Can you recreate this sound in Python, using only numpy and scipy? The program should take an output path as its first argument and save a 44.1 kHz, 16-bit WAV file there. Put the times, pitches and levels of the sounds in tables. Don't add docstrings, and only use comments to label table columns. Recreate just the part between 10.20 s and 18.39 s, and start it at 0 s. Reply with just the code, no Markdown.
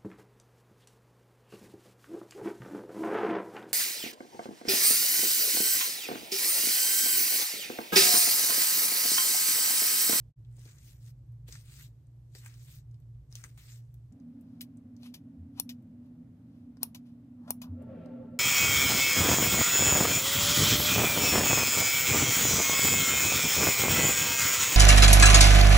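import sys
import numpy as np
from scipy import signal
from scipy.fft import rfft, irfft, next_fast_len
from scipy.io import wavfile
from scipy.ndimage import uniform_filter1d

SR = 44100
rng = np.random.default_rng(int(sys.argv[2]) if len(sys.argv) > 2 else 0)


def master(y):
    cut = np.clip(np.atleast_2d(y).T, -1, 1)
    pcm = np.round(cut * 32767)
    wavfile.write(sys.argv[1], SR, pcm.astype(np.int16))


def makeup_ratio(level_db):
    decades = np.asarray(level_db, float) / 20
    return 10 ** decades


N = 361175
T = np.arange(N) / SR

CHANGE_S = 3.915
GAP_S = (.085, .128, .158, .195)

# (frequency [Hz], width [Hz], level [dB])
HUM_MODES = [
    [(32, 5.2, -19), (57.2, 15, -6.5), (79, 13, -10.5), (98, 3.4, -25), (117.8, 8.6, 5.5),
     (139.3, 12.5, -6), (178, 46, -34.5), (263, 49, -40.5)],
    [(66, 12, -25.5), (101.3, 27, -13), (123.1, 18, -10.5), (166.7, 16, -10), (215.3, 12, -11),
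     (243, 10, 2), (273.8, 18, -8.5), (324, 25, -26.5)],
]
# (time [s], level [dB])
HUM_LEVEL = [
    [(0, -50), (.25, -47.5), (.55, -51), (1.2, -47.5), (1.85, -52), (2.2, -50), (3.0, -47.5), (3.6, -51),
     (3.8, -48.5)],
    [(3.92, -49.5), (4.9, -48.5), (5.15, -49.5), (5.45, -47.5), (6.2, -50), (6.85, -49.5), (7.0, -51),
     (7.55, -45), (8.19, -45)],
]
# (frequency [Hz], level [dB per Hz])
AIR_COLOUR = [
    [(120, -22), (200, -0.5), (294, -1.5), (387, -8), (696, -16), (968, -20), (1350, -24.5), (2090, -26.5),
     (2330, -28.5), (10100, -31.5), (16000, -30.5)],
    [(200, -26.5), (330, -10), (600, -10), (960, -22), (1600, -26), (3000, -33), (5200, -37.5),
     (10000, -40.5), (16000, -41.5)],
]
AIR_DB = -78, -73.5
# (frequency [Hz], likeness [0 to 1])
LIKENESS = [(60, 0.68), (180, 0.79), (550, 0.66), (1650, 0.14), (4970, 0.09), (15000, 0.45)]

# (time [s], peak [dB], frequency [Hz], time to fade by 60 dB [s])
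THUMPS = [
    (5.17, -32.5, 86.5, .3),
    (7.479, -28.5, 91.8, 0.44),
]
# (time [s], level [dB])
RUMBLE = [
    (7.48, -76.5),
    (7.627, -51.5),
    (7.66, -58.5),
    (7.7, -52.5),
    (7.96, -54),
    (8.171, -59),
]
# (time [s], level [dB])
RUMBLE_TREBLE = [
    (7.62, -26.5),
    (7.82, -19.5),
    (8.17, -29),
]
# (frequency [Hz], width [Hz], level [dB])
WALL_MODES = [(225.2, 62, -2), (338.8, 7.6, -4), (424, 170, -9), (525.7, 28, 4), (580, 20, -8.5),
              (624, 107, -5.5), (765, 74, -19), (875, 30, -12.5), (1130, 170, -24), (1354, 66, -17),
              (1620, 760, -32), (2754, 82, -33)]

# (time [s], rub [dB], rise per 20 dB [s], fall per 20 dB [s], handle creak [dB])
SLIDES = [(4.362, -81.5, 0.5, 0.2, 0), (4.836, -64, 0.05, 0.1, -16), (4.864, -56.5, 0.03, 0.03, -10.5),
          (5.396, -56, 0.04, 0.02, -3), (5.862, -79.5, 0.07, .04, 0), (6.37, -81, 0.2, 0.2, -3),
          (6.626, -59, .018, 0.06, 1.5), (6.864, -73.5, 0.02, 0.1, -5), (7.262, -78, 0.1, 0.17, 11),
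          (7.302, -57.5, 0.02, 0.02, 6), (7.435, -74.5, 0, 0.1, 12.5)]
# (time [s], rub [dB], handle creak [dB])
NICKS = [
    (5.376, -61, -4),
    (7.28, -60, 9),
]
# (time [s], peak [dB], handle creak [dB], time to fade by 60 dB [s])
OPENINGS = [
    (4.4079, -38.5, -34, .079),
    (4.94, -41.5, -16.5, 0.088),
    (5.4921, -37.5, -21.5, 0.083),
    (6.7467, -41, -12.5, 0.082),
    (7.417, -40.5, -9, 0.1),
]
# (time [s], peak [dB], handle knock [dB], extra steel ring [dB, half of it counts], tips
# [dB])
SNIPS = [
    (5.3986, -14, -21.5, 10.5, -23.5),
    (6.6314, -9, -24, 0.5, -28),
    (7.306, -14.5, -14, 10.5, -34),
]
# (frequency [Hz], level [dB], time to fade by 60 dB [s])
BLADE_MODES = [(4230, -17, 0.04), (5542, -12, 0.039), (6550, -15.5, 0.005), (8660, -7.5, 0.017),
               (10140, -3, 0.03), (11100, 5.5, 0.012), (13200, -5, .03), (14400, -1, .012)]
# (frequency [Hz], level [dB per Hz])
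STEEL_COLOUR = [(710, -49.5), (1200, -15.5), (2080, -9.5), (2450, -3.5), (4990, -5.5), (5570, -4),
                (9330, -17), (12100, -10.5), (16000, -10.5), (16500, -31)]

# (time [s], peak [dB], ring [Hz], knock [dB], knock [Hz])
CATCHES = [(.3668, -54.5, 8300, -21, 579), (0.4544, -47.5, 4440, -16, 452), (1.2845, -51, 6100, -18, 680),
           (1.325, -41, 6350, -30, 2460), (1.3547, -46.5, 6270, -1, 1590), (2.1509, -39.5, 4460, -12, 1860),
           (2.2483, -49, 7400, -6, 1850), (2.2615, -43, 8400, 1.5, 1860), (2.3413, -55, 5330, -9, 1320),
           (3.126, -46.5, 5760, -10.5, 708), (3.1547, -31.5, 6530, -39, 1850),
           (3.24, -37.5, 6440, -2, 1550), (3.376, -56, 15200, 6, 1660), (4.4158, -31, 12000, -43, 2200),
           (4.8327, -44.5, 4340, -8, 573), (5.6238, -66, 12600, -8, 686), (6.571, -59.5, 4650, 7.5, 680),
           (7.622, -59, 10700, -7, 528), (7.86, -61, 4360, 11, 580)]
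# (time [s], peak [dB], ring [Hz])
DRIPS = [(.2494, -63.5, 3460), (.3262, -63, 8600), (.3936, -53.5, 8100), (0.4117, -64, 6560),
         (.5586, -56, 8690), (.5844, -50, 6450), (.9911, -72, 7610), (1.1209, -65, 11800),
         (1.8694, -66.5, 8600), (2.712, -63.5, 7200), (2.744, -62.5, 4790), (2.8015, -60.5, 12200),
         (2.823, -69, 3400), (2.9482, -70, 3360), (3.7423, -50.5, 13700), (3.8581, -76, 3010),
         (3.924, -59.5, 7000), (4.0003, -62, 5100), (4.2105, -57, 12200), (4.572, -60, 8400),
         (4.766, -58, 5800)]

# (frequency [Hz], level [dB per Hz])
HAIR_COLOUR = [(900, -39), (2000, -11.5), (3700, -4.5), (5500, -5.5), (7700, -3), (9500, -1.5),
               (12000, -37)]
# (time [s], drag [dB], rise per 20 dB [s], fall per 20 dB [s], comb body [dB])
SNAGS = [
    (.4, -72, .065, 0.06, -20),
    (.48, -62, 0.13, 0.15, -7.5),
    (1.279, -65.5, .014, 0.09, -8),
    (2.142, -74, 0.03, 0.1, -31),
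    (2.2, -75, 0.14, .04, -22),
    (3.121, -66, .025, -0.01, -12),
    (2.25, -70.5, 0.08, 0.09, 0),
]
# (time [s], drag [dB], fall per 20 dB [s], comb body [dB])
BREAKS = [
    (1.282, -63, 0.29, -8),
    (1.324, -59, 0.1257, -18),
    (2.152, -60.5, 0.16, -18),
    (2.26, -62.5, 0.1148, -5),
    (3.127, -68.5, 0.36, -9),
    (3.153, -60.5, 0.15, -13),
    (3.24, -62.5, 0.04, 3),
    (3.378, -67.5, 0.26, -10),
]
# (start [s], fastest [s], end [s], drag [dB])
PULLS = [
    (0.545, 0.678, 0.84, -65.5),
    (0.781, 0.887, 0.937, -67.5),
    (1.44, 1.604, 1.71, -59),
    (2.31, 2.535, 2.64, -62),
    (3.36, 3.513, 3.63, -63.5),
]
# (time [s], peak [dB], time to fade by 60 dB [s])
THUDS = [
    (0.38, -55, 0.063),
    (0.455, -56.5, 0.11),
    (1.284, -51.5, 0.091),
    (2.152, -52.5, 0.08),
    (3.154, -60, 0.06),
    (3.236, -60, 0.19),
]
# (low edge [Hz], high edge [Hz])
EMPTY_HZ = [
    (9650, 10850),
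    (13150, 14400),
    (15800, 22000),
]


def evened(x):
    return x / np.sqrt(np.mean(x ** 2) + 1e-20)


def read(points, hz):
    f, value = np.transpose(points)
    return np.interp(np.log(hz + 1), np.log(f + 1), value)


def coloured(x, gain):
    size = next_fast_len(x.shape[-1], True)
    spectrum = rfft(x, size) * gain(np.fft.rfftfreq(size, 1 / SR))
    return irfft(spectrum, size)[..., :x.shape[-1]]


def band(x, lo, hi):
    return signal.sosfilt(signal.butter(2, [lo, hi], "band", fs=SR, output="sos"), x)


def modal(modes):
    def gain(hz):
        return np.sqrt(sum(makeup_ratio(2 * db) / (1 + (2 * (hz - f) / w) ** 2) ** 2 for f, w, db in modes))
    return evened(coloured(rng.standard_normal(N), gain))


def add(mix, s, sound):
    part = mix[round(s * SR):][:len(sound)]
    part += sound[:len(part)]


def placed(x, left_db, lag, wet_db, t60):
    def ears(hz):
        delay = np.exp(-2j * np.pi * np.outer([lag, 0], hz) / SR)
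        shaded = left_db / (1 + (1790 / (hz + 1)) ** 2)
        shaded = shaded / (1 + (hz / 13070) ** 4)
        return delay * makeup_ratio(np.outer([.5, -.5], shaded))

    t = T[:6000]
    tails = rng.standard_normal((3, 2, len(t))) * makeup_ratio(-60 * t / t60) * (t > .0015)
    out = coloured(np.array([x, x]), ears)
    for k, tail in enumerate(tails / np.linalg.norm(tails[0])):
        share = np.cos(2 * np.pi * (7.3 * T + k / 3))
        out += makeup_ratio(wet_db) * signal.oaconvolve((x * share)[None], tail, axes=1)[:, :N]
    return out


def swells(rows):
    s, db, rise, fall, extra_db = np.transpose(rows)[:, :, None]
    t = T[::16]
    before = (s - t) / np.maximum(rise, .002)
    after = (t - s) / np.maximum(fall, .002)
    gain = makeup_ratio(db - 20 * np.maximum(before, after))
    return np.interp(T, t, gain.sum(0)), np.interp(T, t, (gain * makeup_ratio(extra_db)).sum(0))


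def room_tone():
    def same(hz):
        return np.clip(read(LIKENESS, hz), 0, 1)

    out = np.zeros((2, N))
    second = np.interp(T, [CHANGE_S - .004, CHANGE_S + .004], [0, 1])
    for k, shot in enumerate((1 - second, second)):
        hum = modal(HUM_MODES[k])
        hum = evened(hum / uniform_filter1d(hum ** 2, 5000) ** 0.21)
        hum *= makeup_ratio(np.interp(T, *np.transpose(HUM_LEVEL[k])))
        side = modal(HUM_MODES[k]) * makeup_ratio(-75.5)
        a, b = rng.standard_normal((2, N))
        right = coloured(a, same) + coloured(b, lambda hz: np.sqrt(1 - same(hz) ** 2))
        air = coloured(np.array([a, right]), lambda hz: makeup_ratio(read(AIR_COLOUR[k], hz)))
        air *= makeup_ratio(AIR_DB[k]) / np.std(band(air[0], 400, 9000))
        out += shot * (hum * makeup_ratio([[-.4], [.4]]) + side * np.array([[1], [-1]]) + air)
    return out


def next_door():
    thumps, t = np.zeros(N), T[:SR // 2]
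    for s, db, hz, t60 in THUMPS:
        soft_start = 1 - np.exp(-(t / 0.029) ** 2)
        add(thumps, s, makeup_ratio(db - 60 * t / t60) * soft_start * np.sin(2 * np.pi * hz * t))
    s, roll_db = np.transpose(RUMBLE)
    wall = modal(WALL_MODES)
    wall /= np.std(band(wall, 330, 1600))
    treble = coloured(rng.standard_normal(N),
                      lambda hz: 1 / (1 + (hz / 2600) ** 4.2) / (1 + (1200 / (hz + 1)) ** 4))
    treble = evened(treble) * makeup_ratio(np.interp(T, *np.transpose(RUMBLE_TREBLE)))
    rolling = (wall + treble) * makeup_ratio(np.interp(T, s, roll_db, left=-130))
    return thumps + placed(rolling, -0.4, 0, -2.8, 0.049)


def blade_rub(mid, high, creak):
    nicks = [(s, db, .004, .014, creak_db) for s, db, creak_db in NICKS]
    slide, slide_creak = swells(SLIDES + nicks)
    rub = slide * (band(mid, 1300, 5000) + high * makeup_ratio(-7.5)) + slide_creak * creak
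    for s, db, creak_db, t60 in OPENINGS:
        stroke = np.clip((T - s) / .002 + 0.47, 0, 1) ** 2
        stroke *= makeup_ratio(db - 8.5 - 60 * np.clip(T - s - 0.0058, 0, 1) / t60)
        stroke *= 1 + 0.95 * np.exp(-abs(T - s) / 0.0018)
        rub += stroke * (mid + high * makeup_ratio(-8.5) + creak * makeup_ratio(creak_db))
    return rub


def blade_snips(mid, high):
    out, t = np.zeros(N), T[:4000]
    all_phases = rng.random((len(SNIPS), len(BLADE_MODES)))
    for (s, db, knock_db, left_db, tips_db), phases in zip(SNIPS, all_phases):
        crack = np.exp(-t / 0.00048) + 0.34
        ring = sum(makeup_ratio(d - 60 * t / t60) * np.sin(2 * np.pi * (f * t + p))
                   for (f, d, t60), p in zip(BLADE_MODES, phases))
        knock = np.sin(2 * np.pi * 850 * t) * makeup_ratio(-60 * t / 0.01)
        knock += .5 * np.sin(2 * np.pi * 500 * t) * makeup_ratio(-60 * t / 0.0083)
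        rattle = (high + 0.47 * mid)[round(s * SR):][:len(t)] * makeup_ratio(-14 - 60 * t / 0.038)
        contact = band(rng.standard_normal(len(t)) * np.exp(-t / 0.00047), 3300, 16500)
        steel = band(ring * crack + 0.88 * contact + rattle, 1900, 18000)
        snip = makeup_ratio(db - 11.5 + .5 * left_db) * steel + makeup_ratio(db + knock_db) * band(knock, 300, 3000)
        add(out, s + 0.00041, snip)
        tips = np.sin(2 * np.pi * 4400 * t[:160]) * np.hanning(160)
        add(out, s - .0025, makeup_ratio(db + tips_db) * tips)
    return out


def scissors():
    grit = rng.standard_normal(N) * makeup_ratio(3.0 * np.minimum(rng.exponential(1, N), 5))
    steel = coloured(grit, lambda hz: makeup_ratio(read(STEEL_COLOUR, hz)))
    mid, high = evened(band(steel, 1700, 13000)), evened(band(steel, 9400, 12000))
    creak = evened(band(grit, 610, 1200))
    rub = blade_rub(mid, high, creak)
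    snips = blade_snips(mid, high)
    return placed(snips, 11, -6.0, -15.5, 0.12) + placed(rub, 7.6, -6.0, -5.5, 0.026)


def ticks():
    out, t = np.zeros(N), T[:5000]
    rows = CATCHES + [(*row, -23, 470) for row in DRIPS]
    noises = rng.standard_normal((len(rows), 2, len(t)))
    for (s, db, hz, low_db, low_hz), (a, b) in zip(rows, noises):
        ping = 1.9 * np.cos(2 * np.pi * hz * t) * np.exp(-t / 0.00044)
        fizz = evened(band(a, 0.64 * hz, min(1.21 * hz, 17000))) + 0.6 * evened(band(a, 2500, 13000))
        t60 = 0.029 if db > -47 else 0.052
        fizz *= .5 * np.exp(-t / 0.0011) + 0.12 * makeup_ratio(-60 * t / t60)
        knock = 0.77 * evened(band(b, 0.55 * low_hz, 1.32 * low_hz)) * makeup_ratio(-60 * t / 0.024)
        knock += 1.55 * np.cos(2 * np.pi * low_hz * t) * np.exp(-t / 0.00087)
        add(out, s, makeup_ratio(db - 4) * (ping + fizz + makeup_ratio(low_db) * knock))
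    return placed(out, 7.5, -6.0, -3.5, 0.069)


def doll_bumps():
    out, t = np.zeros(N), T[:4000]
    for (s, db, t60), noise in zip(THUDS, rng.standard_normal((len(THUDS), len(t)))):
        add(out, s, makeup_ratio(db - 4.0 - 60 * t / max(t60, .01)) * evened(band(noise, 195, 460)))
    return out


def pulls():
    drag, treble = np.zeros((2, N))
    for start, top, end, db in PULLS:
        up = np.clip((top - T) / (top - start), 0, 1)
        down = np.clip((T - top) / (end - top), 0, 2)
        gain = makeup_ratio(db - 17 * up ** 1.5 - 35 * down ** 2.4) * np.clip((T - start) / 0.035, 0, 1)
        drag += gain
        treble += gain * makeup_ratio(np.interp(T, [start, end], (-10, -3)))
    return drag, treble


def strand_snaps():
    clumps = makeup_ratio(0.81 * evened(uniform_filter1d(rng.standard_normal(N), 200)))
    bursts = makeup_ratio(4.0 * np.minimum(rng.exponential(1, (3, N)), 6))
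    middle, left, right = rng.standard_normal((3, N)) * bursts * clumps
    snaps = np.array([np.roll(middle, -6) + 1.52 * left, middle + 1.52 * right])
    z = signal.stft(snaps, nperseg=256)[2]
    patches = uniform_filter1d(uniform_filter1d(rng.standard_normal(z.shape[1:]), 9, 0), 12, 1)
    z = z * makeup_ratio(2.3 * evened(patches))
    return signal.istft(z, nperseg=256)[1][:, :N]


def comb():
    snaps = strand_snaps()
    hiss = evened(coloured(snaps, lambda hz: makeup_ratio(read(HAIR_COLOUR, hz))))
    body = evened(band(snaps, 1060, 2670))
    fizz = evened(band(band(snaps, 8900, 17000), 8900, 17000)) * makeup_ratio(4)
    breaks = [(s, db, .004, *rest) for s, db, *rest in BREAKS]
    snag, snag_body = swells(SNAGS + breaks)
    pull, pull_treble = pulls()
    out = hiss * (snag + pull)
    out += body * (snag_body + pull * makeup_ratio(-15))
    out += fizz * (snag * makeup_ratio(-9) + pull_treble)
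    out *= makeup_ratio(2.5 + np.array([[1.2], [-1.2]]))
    return out + doll_bumps()


def scene():
    return room_tone() + next_door() + scissors() + ticks() + comb()


def roll_off(x):
    return signal.sosfilt(signal.butter(12, 17010, fs=SR, output="sos"), x)


def record(dry):
    dry = .42 * np.tanh(dry / .42)
    x = dry * np.interp(T, GAP_S, [1, 0.0068, 0.0032, 1])
    hz, t, z = signal.stft(x, SR, nperseg=1024)
    column_hz = hz[:, None]
    first_shot = t < CHANGE_S
    shift_hz = np.repeat(rng.choice([-170, 0, 0, 340], (len(t) // 4 + 1, 2)), 4, 0)[:len(t)].T
    empty = sum((column_hz > lo - shift_hz[0]) & (column_hz < hi + shift_hz[1]) for lo, hi in EMPTY_HZ)
    sharp = sum(abs(t - s) < .006 for s, db, *_ in CATCHES + DRIPS if db > -44 or 3.7 < s)
    z *= np.where((empty > 0) & first_shot & (sharp == 0), makeup_ratio(-40), 1)
    joined = -z[1] * np.exp(-2j * np.pi * column_hz * 13 / SR)
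    tied = (column_hz > EMPTY_HZ[0][1]) & first_shot
    z[0] = np.where(tied, .72 * joined + 0.51 * z[0], z[0])
    z *= 1 / (1 + (column_hz / 16100) ** 60)
    level_db = 10 * np.log10((abs(z[:, hz > 14500]) ** 2).mean((0, 1)) + 1e-20)
    edge_hz = 14500 + 900 * rng.random(len(t))
    z *= np.where((level_db < -112) & (column_hz > edge_hz), makeup_ratio(-31), 1)
    return roll_off(signal.istft(z, SR, nperseg=1024)[1][:, :N])


dry = scene()
out = record(dry)
master(out)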